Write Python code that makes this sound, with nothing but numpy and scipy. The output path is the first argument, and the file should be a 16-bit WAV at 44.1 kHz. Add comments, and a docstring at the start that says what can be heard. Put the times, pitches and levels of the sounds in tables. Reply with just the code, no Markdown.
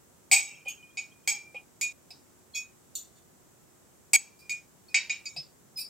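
"""A bright, singing clank of steel comes first, then scattered clinks and scrapes: a fork and a knife
poke about in a stainless steel jug on a table, in a small quiet room. Each contact chatters briefly and
rings the steel; hard ones are bright, and the point of contact favours some registers. Single notes
swell and fade after a contact, and a dragged edge rasps. The cutlery also clinks by itself, the jug
bumps the table, and late on a hand grips the jug and deadens its lowest register."""
import sys
import numpy as np
from scipy import signal
from scipy.fft import rfft, irfft, next_fast_len
from scipy.io import wavfile
from scipy.ndimage import uniform_filter1d, map_coordinates

SR = 44100
rng = np.random.default_rng(int(sys.argv[2]) if len(sys.argv) > 2 else 0)


def digitize_waveform(pressure):
    """Quantize a signal to 16-bit integers and store it at the path in sys.argv[1].

    Rows of a 2-D input are taken as channels; values are limited to [-1, 1].
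    """
    field = np.atleast_2d(pressure).T
    bounded = np.clip(field, -1, 1)
    quanta = np.round(bounded * 32767).astype(np.int16)
    wavfile.write(sys.argv[1], SR, quanta)


N = 259749

# Contacts on each object. Each row: start in seconds, strength in dB, hardness in dB per kHz, point of
# contact (about -1 to 1), chatter in seconds, ring length factor and, on the jug, rim place (-1 to 1).
JUG_CONTACTS = [(0.3138, -27, 0.78, 0.205, 0.00343, 0.464, 0.2),
                (0.3205, -23.5, 0.91, -0.102, 0.00982, 1.448, 0.0012),
                (0.657, -54, -2, 0.625, 0.00483, 0.85, .3), (0.682, -62, 2.9758, -0.94, 0.0042, 0.825, 1),
                (0.9711, -39.5, -1, -0.58, 0.0082, 0.948, -.6),
                (1.2751, -31, 0.9851, -0.218, 0.00313, 0.98, 0.93),
                (1.545, -52.5, -3, 0.5, 0.0028, 0.75, 0.26),
                (1.8119, -39, 1.3822, -0.735, 0.001985, 0.967, -0.36),
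                (2.547, -48, 1.43, -1.067, 0.038, 0.778, -0.019),
                (4.1326, -26.5, 1.8024, 0.035, 0.0064, 0.944, 0.403),
                (4.495, -38, 0.6148, -0.434, 0.003, 0.854, -0.32),
                (4.944, -24, -0.9531, -0.419, 0.00673, 0.664, -0.19),
                (5.096, -32.5, -2.16, -0.726, 0.01224, 0.82, -0.34),
                (5.255, -50.5, 0.28, -1.05, .004, 1.2, -.3)]
KNIFE_CONTACTS = [(2.9525, -46.5, 1.715, -0.422, 0.0073, 0.96), (3.155, -66, 0.33, 0.029, 0.034, 0.43)]
FORK_CONTACTS = [(2.105, -47.5, -0.7359, 0.05, .004, 0.344), (4.391, -61.5, 0.94, 0.18, 0.015, 0.68),
                 (4.884, -67, 0.14, 0, 0.019, 1), (5.363, -38, -2, 0.346, .012, 0.556),
                 (5.772, -46, 1.085, 0.085, 0.0322, 0.976)]
# Ringing modes. Each row: pitch in Hz, relative level in dB, T60 in seconds at ring length 1 and,
# on the jug, dB gained from rim place 0 to 1, as the blow nears a node or leaves it.
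JUG_MODES = [(763.3, 12.5, 0.1565, -0.5), (823.5, 4.5, 0.4162, 3), (2267.3, 0.5, 0.2183, 0.5),
             (2363, -13.5, 0.4182, 10.5), (2448, -0.5, 0.1725, -2), (3251, -10.5, 0.2073, 13),
             (3808.7, -4.5, 0.26, -2.5), (4337, -8, 0.1446, -0.5), (4602, -2, 0.158, 5),
             (4734, -5.5, 0.0269, 4), (4895, -2.5, 0.0868, -8), (5116, -12, 0.2468, 8),
             (5300, -11, 0.2219, 0.5), (5500, -8, 0.3256, 0), (6576, -3.5, 0.2527, 6),
             (6702, -1, 0.2149, -6), (6764, -6, 0.2128, -4), (7270, -5.5, 0.2186, -2.5),
             (7903.6, 1.5, 0.2054, 2.5), (8338, -4.5, 0.2053, -1.5), (8330, -11.5, 0.2061, -5),
             (9540, -2, 0.18, 0.5), (10100, -8, 0.1733, 0), (11850, -3, 0.17, -1.5),
             (13500, -1.5, 0.2038, 4), (14400, -6.5, 0.0976, -2), (15000, -9.5, 0.01, -5)]
KNIFE_MODES = [(2809, 6, 0.081), (3548, -2.5, 0.327), (3940, 1.5, 0.11), (4396, 5.5, 0.104),
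               (5800, -3.5, .16), (6350, -2.5, 0.19), (7057, 5.5, 0.165), (7060, -2.5, 0.338),
               (7984, 5.5, 0.27), (8328, 6, 0.322), (13530, -5.5, 0.244), (13970, -0.5, 0.187),
               (14520, 0, 0.22)]
FORK_MODES = [(712.2, 5, 0.13), (2345, 4.2, 0.23), (2586, 9, 0.24), (3964, 2.5, 0.16), (4676, 13, 0.29),
              (5070, 9, 0.44), (5301, 9.4, 0.316), (6842, 19.6, 0.16), (8325, 5.5, 0.2), (10067, 4.5, 0.23),
              (13400, 2.7, 0.13), (13700, 6.6, 0.14), (14900, 1, 0.15)]
# The steel's seven registers. Each row: low and high edge in Hz, dB gained from contact point 0 to 1,
# side against mid in dB, left against right in dB, clatter offset in dB.
STEEL_REGISTERS = [(476, 1200, 13.5, -18, -0.6, -8.5), (1890, 3000, -1.5, -16, -0.5, -10),
                   (3100, 4150, -3, -10, -1.45, -1.5), (4200, 6000, -4.5, -7.5, 0.17, -6),
                   (5940, 7500, -9.5, -4.5, -1.5, -4.5), (7700, 8800, 7.5, -4, 2, -9),
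                   (8907, 18000, -2, -1, 1, -4.5)]
# How readily each object rings. Each entry: one register's gain in dB, from low to high.
JUG_VOICING = [-16, 1.5, -11, -6.5, -5.5, -5, -20.5]
KNIFE_VOICING = [-33, -24.5, -7, -7.5, -2.5, -8, -15]
FORK_VOICING = [-15.5, -9.5, -8.5, 2.5, -17, -9, -6.5]
# Steel notes that swell and fade. Each row: start in seconds, level in dB, pitch in Hz, rise in seconds.
SWELLING_TONES = [(.322, -22, 8338, 0.012), (0.315, -23.5, 2252, 0.012), (0.334, -24.5, 2465, 0.02166),
                  (0.665, -34, 2456, .015), (0.679, -39.5, 6656, 0.016), (.974, -36, 6720, 0.012),
                  (.973, -35.5, 2487, 0.012), (1.279, -33.5, 6560, 0.024), (1.39, -53, 2365, 0.035),
                  (1.55, -39.5, 2444, 0.016), (1.817, -31, 2449, 0.028), (2.543, -37, 2501, .031),
                  (2.537, -43.5, 3347, 0.021), (2.533, -49, 4201, 0.015), (2.547, -42, 5530, 0.022),
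                  (4.1325, -18.5, 2266, 0.014), (4.163, -18, 6650, .008), (4.403, -54, 2408, 0.04),
                  (4.496, -29, 2442, .023), (4.884, -54.5, 2474, .03), (4.882, -55, 4406, .006),
                  (4.944, -37, 4623, .022), (4.945, -38, 3805, .028), (5.096, -48.5, 3828, .022),
                  (5.097, -35, 2449, .014), (5.097, -37.5, 6740, .012), (5.257, -38.5, 4928, 0.0091),
                  (5.258, -41, 4606, .013), (5.257, -42.5, 2511, .009), (5.364, -39, 5184, 0.021),
                  (5.757, -39, 5088, 0.024), (5.777, -47, 2432, 0.0126)]
# An edge drags over the wall. Each row: start in seconds, level in dB, centre in Hz, rise in seconds.
EDGE_DRAGS = [(0.466, -53, 2526, 0.038), (0.665, -45, 2800, 0.023), (1.547, -46.5, 2733, 0.01144)]
# The ringing drops, then eases back. Each row: start in seconds, dip in dB, recovery in seconds.
RING_DIPS = [(0.417, -3.5, 0.0413), (1.927, -22, 0.092), (4.164, -15, 0.24)]
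# Dull knocks: the fork strikes the jug's bottom, or the jug thuds on the table. Each row: start in seconds,
# level in dB, pitch in Hz.
DULL_KNOCKS = [(0.658, -51.5, 536), (1.545, -48, 519.5), (5.375, -52, 145)]
# The room's decay. Each row: frequency in Hz, T60 in seconds.
ROOM_DECAY = [(500, 0.51), (2500, 0.33), (6000, 0.35), (9000, 0.14), (16000, 0.081)]
# The room tone's colour. Each row: frequency in Hz, relative spectral level in dB.
ROOM_SPECTRUM = [(15, -56.5), (25, -26.5), (70, -7.5), (140, -4.5), (240, -6), (370, -8), (620, -13),
                 (1300, -17.5), (2400, -24.5), (4500, -27), (7700, -17), (9500, -25), (16000, -26)]
# Faint hum. Each row: pitch in Hz, level in dB.
HUM_TONES = [(150.7, -86.5), (366, -76.5)]

T = np.arange(SR * 6 // 10) / SR  # time axis of one event, in seconds
ATTACK_SAMPLES = SR // 25  # a contact's level is set over this opening stretch
RIM_HZ = 2360  # hardness tilts the spectrum about the rim's note
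GRIP_S, GRIP_DB = 4.3, -9  # from then on a hand deadens the lowest register


def clinks(contacts, modes, voicing, rattle_db, scatter_db=2.5, purity_db_per_s=119):
    """Struck steel: each contact gives a pitched ring and a noisy clatter, mixed register by register."""
    out = np.zeros((2, N))
    side_phases = (-1) ** np.arange(len(modes)) * np.pi / 2 + 0.35 * rng.standard_normal(len(modes))
    for start, strength_db, hardness, point, chatter_s, ring_length, *place in contacts:
        levels = register_levels(voicing, strength_db, hardness, point)
        levels[0] += GRIP_DB * (start > GRIP_S)
        # the place round the rim picks the modes, and no two blows are quite alike
        struck = [(hz, db + np.dot(place_db, place) + scatter_db * rng.normal(), t60, phase)
                  for (hz, db, t60, *place_db), phase in zip(modes, side_phases)]
        energy = chatter(chatter_s)
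        rattle = clatter(energy, struck)
        harsh_db = rattle_db + 0.261 * max(max(levels) + 29, -14)  # strong blows clatter more
        harsh_db -= purity_db_per_s * chatter_s  # the longer a contact lasts, the purer it rings
        for db, (lo, hi, _, side_db, pan_db, clatter_db) in zip(levels, STEEL_REGISTERS):
            in_register = [mode for mode in struck if lo <= mode[0] < hi]
            tones = unit_rms(band(ring(in_register, energy, ring_length), lo, hi), ATTACK_SAMPLES)
            noise = amp(clatter_db + harsh_db) * unit_rms(band(rattle, lo, hi), ATTACK_SAMPLES)
            mid, side = unit_rms(tones + noise, ATTACK_SAMPLES)
            clink = stereo(mid, amp(side_db) * side, pan_db) / np.hypot(1, amp(side_db))
            add(out, start, amp(db) * clink)
    return out


def register_levels(voicing, strength_db, hardness, point):
    """Each register in dB: the object's voicing, tilted by hardness and weighted by the contact point."""
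    lo, hi, point_db = np.transpose(STEEL_REGISTERS)[:3]
    above_rim_khz = (np.sqrt(lo * hi) - RIM_HZ) / 1000
    return strength_db + np.array(voicing) + hardness * above_rim_khz + point * point_db


def chatter(length_s, rebounds_per_s=700, firm_s=0.017):
    """Energy of a contact: a first blow, then tiny rebounds; long contacts start softly."""
    energy = np.zeros(len(T))
    count = int(length_s * rebounds_per_s) + 1
    sizes = rng.exponential(1, count) + .5
    landings = (rng.random(count) * length_s * SR).astype(int)
    first_blow = np.exp(-length_s / firm_s)
    np.add.at(energy, landings, (1 - first_blow) * sizes / sizes.sum())
    energy[0] += first_blow
    return energy


def ring(modes, energy, ring_length):
    """Every rebound feeds the modes, which then die away; mid and side carry each mode out of step."""
    out = np.zeros((2, len(T)))
    for hz, db, t60, side_phase in modes:
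        stored_energy = signal.lfilter([1], [1, -amp(-120 / (t60 * ring_length * SR))], energy)
        tone = amp(db) * np.sqrt(stored_energy) * np.exp(2j * np.pi * (hz * T + rng.random()))
        depth = curve_at([(2400, 0.5), (4000, 0.95)], hz)  # high modes flutter more
        for channel, phase in zip(out, (0, side_phase)):
            channel += (tone * np.exp(1j * phase) * flutter(depth, rate_hz=115)).real
    return out


def clatter(energy, modes, width_hz=230, valley_gain=0.14, fade_s=0.2):
    """The rebounds click into the room: strongest around the modes, dying first in the valleys between."""
    force = np.sqrt(energy) * rng.choice([-1, 1], len(T))
    clicks = in_room(force[None], direct_gain=0.36)
    f = np.fft.rfftfreq(2 * len(T), 1 / SR)
    resonances = sum(amp(db) * 1j * f * width_hz / (hz * hz - f * f + 1j * f * width_hz)
                     for hz, db, *_ in modes)
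    peaks = irfft(rfft(clicks, 2 * len(T)) * resonances)[:, :len(T)]
    valleys = valley_gain * clicks * np.exp(-T / fade_s)
    return (peaks + valleys) * np.exp(-T / (2 * fade_s))


def swelling_tones():
    """After a contact, one ringing note of the steel swells and fades; high notes spread wider."""
    out = np.zeros((2, N))
    for start, db, hz, rise_s in SWELLING_TONES:
        side_db = curve_at([(2400, -16.5), (6000, -9.0)], hz)
        add(out, start, amp(db) * swell(hz, rise_s, steepness=1.52, roughness=0.41, side_db=side_db))
    return out


def swell(hz, rise_s, steepness, roughness, side_db):
    """One fluttering mode that builds to a peak and fades."""
    envelope = (T / rise_s * np.exp(1 - T / rise_s)) ** steepness
    tone = np.sqrt(2) * envelope * np.exp(2j * np.pi * hz * T) * flutter(roughness, rate_hz=73)
    return stereo(tone.real, amp(side_db) * tone.imag, pan_db=-1.0) / np.hypot(1, amp(side_db))


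def rasps(band_ratio=1.1306, slips_per_s=900):
    """Dense tiny slips of a dragged edge, coloured by the steel around one pitch."""
    out = np.zeros((2, N))
    for start, db, hz, rise_s in EDGE_DRAGS:
        slips = (rng.random((2, len(T))) < slips_per_s / SR) * rng.standard_normal((2, len(T)))
        grit = band(in_room(slips, direct_gain=0.7), hz / band_ratio, hz * band_ratio)
        envelope = T / rise_s * np.exp(1 - T / rise_s)
        mid, side = unit_rms(grit) * envelope
        add(out, start, amp(db) * stereo(mid, amp(-11) * side, pan_db=-3.0))
    return out


def ring_dip_gain():
    """The ringing drops abruptly, then eases back."""
    t = np.arange(N) / SR
    db = sum(dip_db * (t > start) * np.exp(-np.abs(t - start) / recovery_s)
             for start, dip_db, recovery_s in RING_DIPS)
    return amp(uniform_filter1d(db, size=64))


def tine_creep(span_s=(0.55, 1.24), count=16, squeak_hz=3150, squeak_db=-59.24, rim_db=-64.24):
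    """The tines stick and slip along the inner wall: each slip gives a tiny squeak and stirs the rim."""
    out = np.zeros((2, N))
    for start, (lag, size, detune) in zip(np.linspace(*span_s, count), rng.standard_normal((count, 3))):
        hz = squeak_hz * np.exp(.025 * detune)
        squeak = swell(hz, rise_s=0.00397, steepness=0.634, roughness=0.73, side_db=-12.5)
        rim = swell(hz=2449, rise_s=0.0145, steepness=0.425, roughness=0.98, side_db=-14.5)
        add(out, start + 0.011 * lag, size * (amp(squeak_db) * squeak + amp(rim_db) * rim))
    return out


def table_booms(table_hz=153, coupling_db=-35.5, rise_cycles=1.6):
    """Blows on the free-standing jug draw a dull boom from the table top; the fork knocking the jug's bottom,
    and the jug thudding on the table, give further dull knocks."""
    out = np.zeros((2, N))
    jolts = [(start, db + coupling_db, table_hz) for start, db, *_ in JUG_CONTACTS if start < GRIP_S]
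    for start, db, hz in jolts + DULL_KNOCKS:
        boom = swell(hz, rise_cycles / hz, steepness=.7, roughness=0.42, side_db=-16.5)
        add(out, start, amp(db) * boom)
    return out


def flutter(depth, rate_hz, onset_s=0.0072):
    """As the wall echoes build up, they make the strength and phase of a tone flutter."""
    knots = rng.standard_normal((2, int(T[-1] * rate_hz) + 4))
    real, imag = [map_coordinates(row, [T * rate_hz]) for row in knots]
    return 1 + depth * (1 - np.exp(-T / onset_s)) * (real + 1j * imag)


def in_room(sound, direct_gain):
    """The direct sound and its diffuse answer from the walls, as mid and side."""
    hz, t, noise = signal.stft(rng.standard_normal((2, len(T))), SR, nperseg=256)
    decay = amp(-60 * t / curve_at(ROOM_DECAY, hz)[:, None])
    response = signal.istft(noise * decay, SR, nperseg=256)[1][:, :len(T)]
    response /= np.linalg.norm(response[0])
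    response[0, 0] += direct_gain
    return signal.fftconvolve(sound, response, axes=1)[:, :len(T)]


def room_tone(level_db, side_db):
    """A bed of soft rumble and hiss with a faint hum."""
    noise = rng.standard_normal((2, N))
    mid, side = unit_rms(equalise(noise, lambda hz: amp(curve_at(ROOM_SPECTRUM, hz))))
    hum = sum(amp(db) * np.sqrt(2) * np.sin(2 * np.pi * hz * np.arange(N) / SR) for hz, db in HUM_TONES)
    return amp(level_db) * stereo(mid, amp(side_db) * side, pan_db=-0.66) + hum


def amp(db):
    """Decibels to gain."""
    return 10 ** (np.asarray(db) / 20)


def unit_rms(x, samples=None):
    """Scale to rms 1, over the opening samples if given."""
    return x / np.sqrt(np.mean(x[..., :samples] ** 2, axis=-1, keepdims=True) + 1e-20)


def curve_at(points, hz):
    """Read a curve of (Hz, value) points on a log frequency axis."""
    freqs, values = np.transpose(points)
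    return np.interp(np.log(hz + 1), np.log(freqs), values)


def equalise(x, gain_at):
    """Zero-phase EQ from a gain curve over Hz."""
    size = next_fast_len(N + SR // 2)
    return irfft(rfft(x, size) * gain_at(np.fft.rfftfreq(size, 1 / SR)), size)[..., :N]


def band(x, lo, hi):
    """Causal band-pass, edges in Hz."""
    return signal.sosfilt(signal.butter(3, [lo, min(hi, SR / 2 - 1)], 'band', fs=SR, output='sos'), x)


def stereo(mid, side, pan_db):
    """Left and right from mid and side; a positive pan leans left."""
    return np.array([mid + side, mid - side]) * amp([[pan_db / 2], [-pan_db / 2]])


def add(track, start_s, sound):
    """Mix a sound into the track."""
    part = track[:, round(start_s * SR):][:, :sound.shape[-1]]
    part += sound[..., :part.shape[1]]


def scene():
    """Jug, knife and fork up front, over the table and the quiet room."""
    jug = clinks(JUG_CONTACTS, JUG_MODES, JUG_VOICING, rattle_db=2.7)
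    knife = clinks(KNIFE_CONTACTS, KNIFE_MODES, KNIFE_VOICING, rattle_db=7.5)
    fork = clinks(FORK_CONTACTS, FORK_MODES, FORK_VOICING, rattle_db=4.5)
    steel = (jug + knife + fork + swelling_tones() + rasps()) * ring_dip_gain()
    return steel + tine_creep() + table_booms() + room_tone(level_db=-62.0, side_db=-1)


def record(dry, ceiling=.85, top_hz=16000):
    """A soft clip rounds off the highest peaks, then a steep low-pass trims the very top."""
    rounded = dry / (1 + (dry / ceiling) ** 6) ** (1 / 6)
    return equalise(rounded, lambda hz: 1 / (1 + (hz / top_hz) ** 120))


dry = scene()
out = record(dry)
digitize_waveform(out)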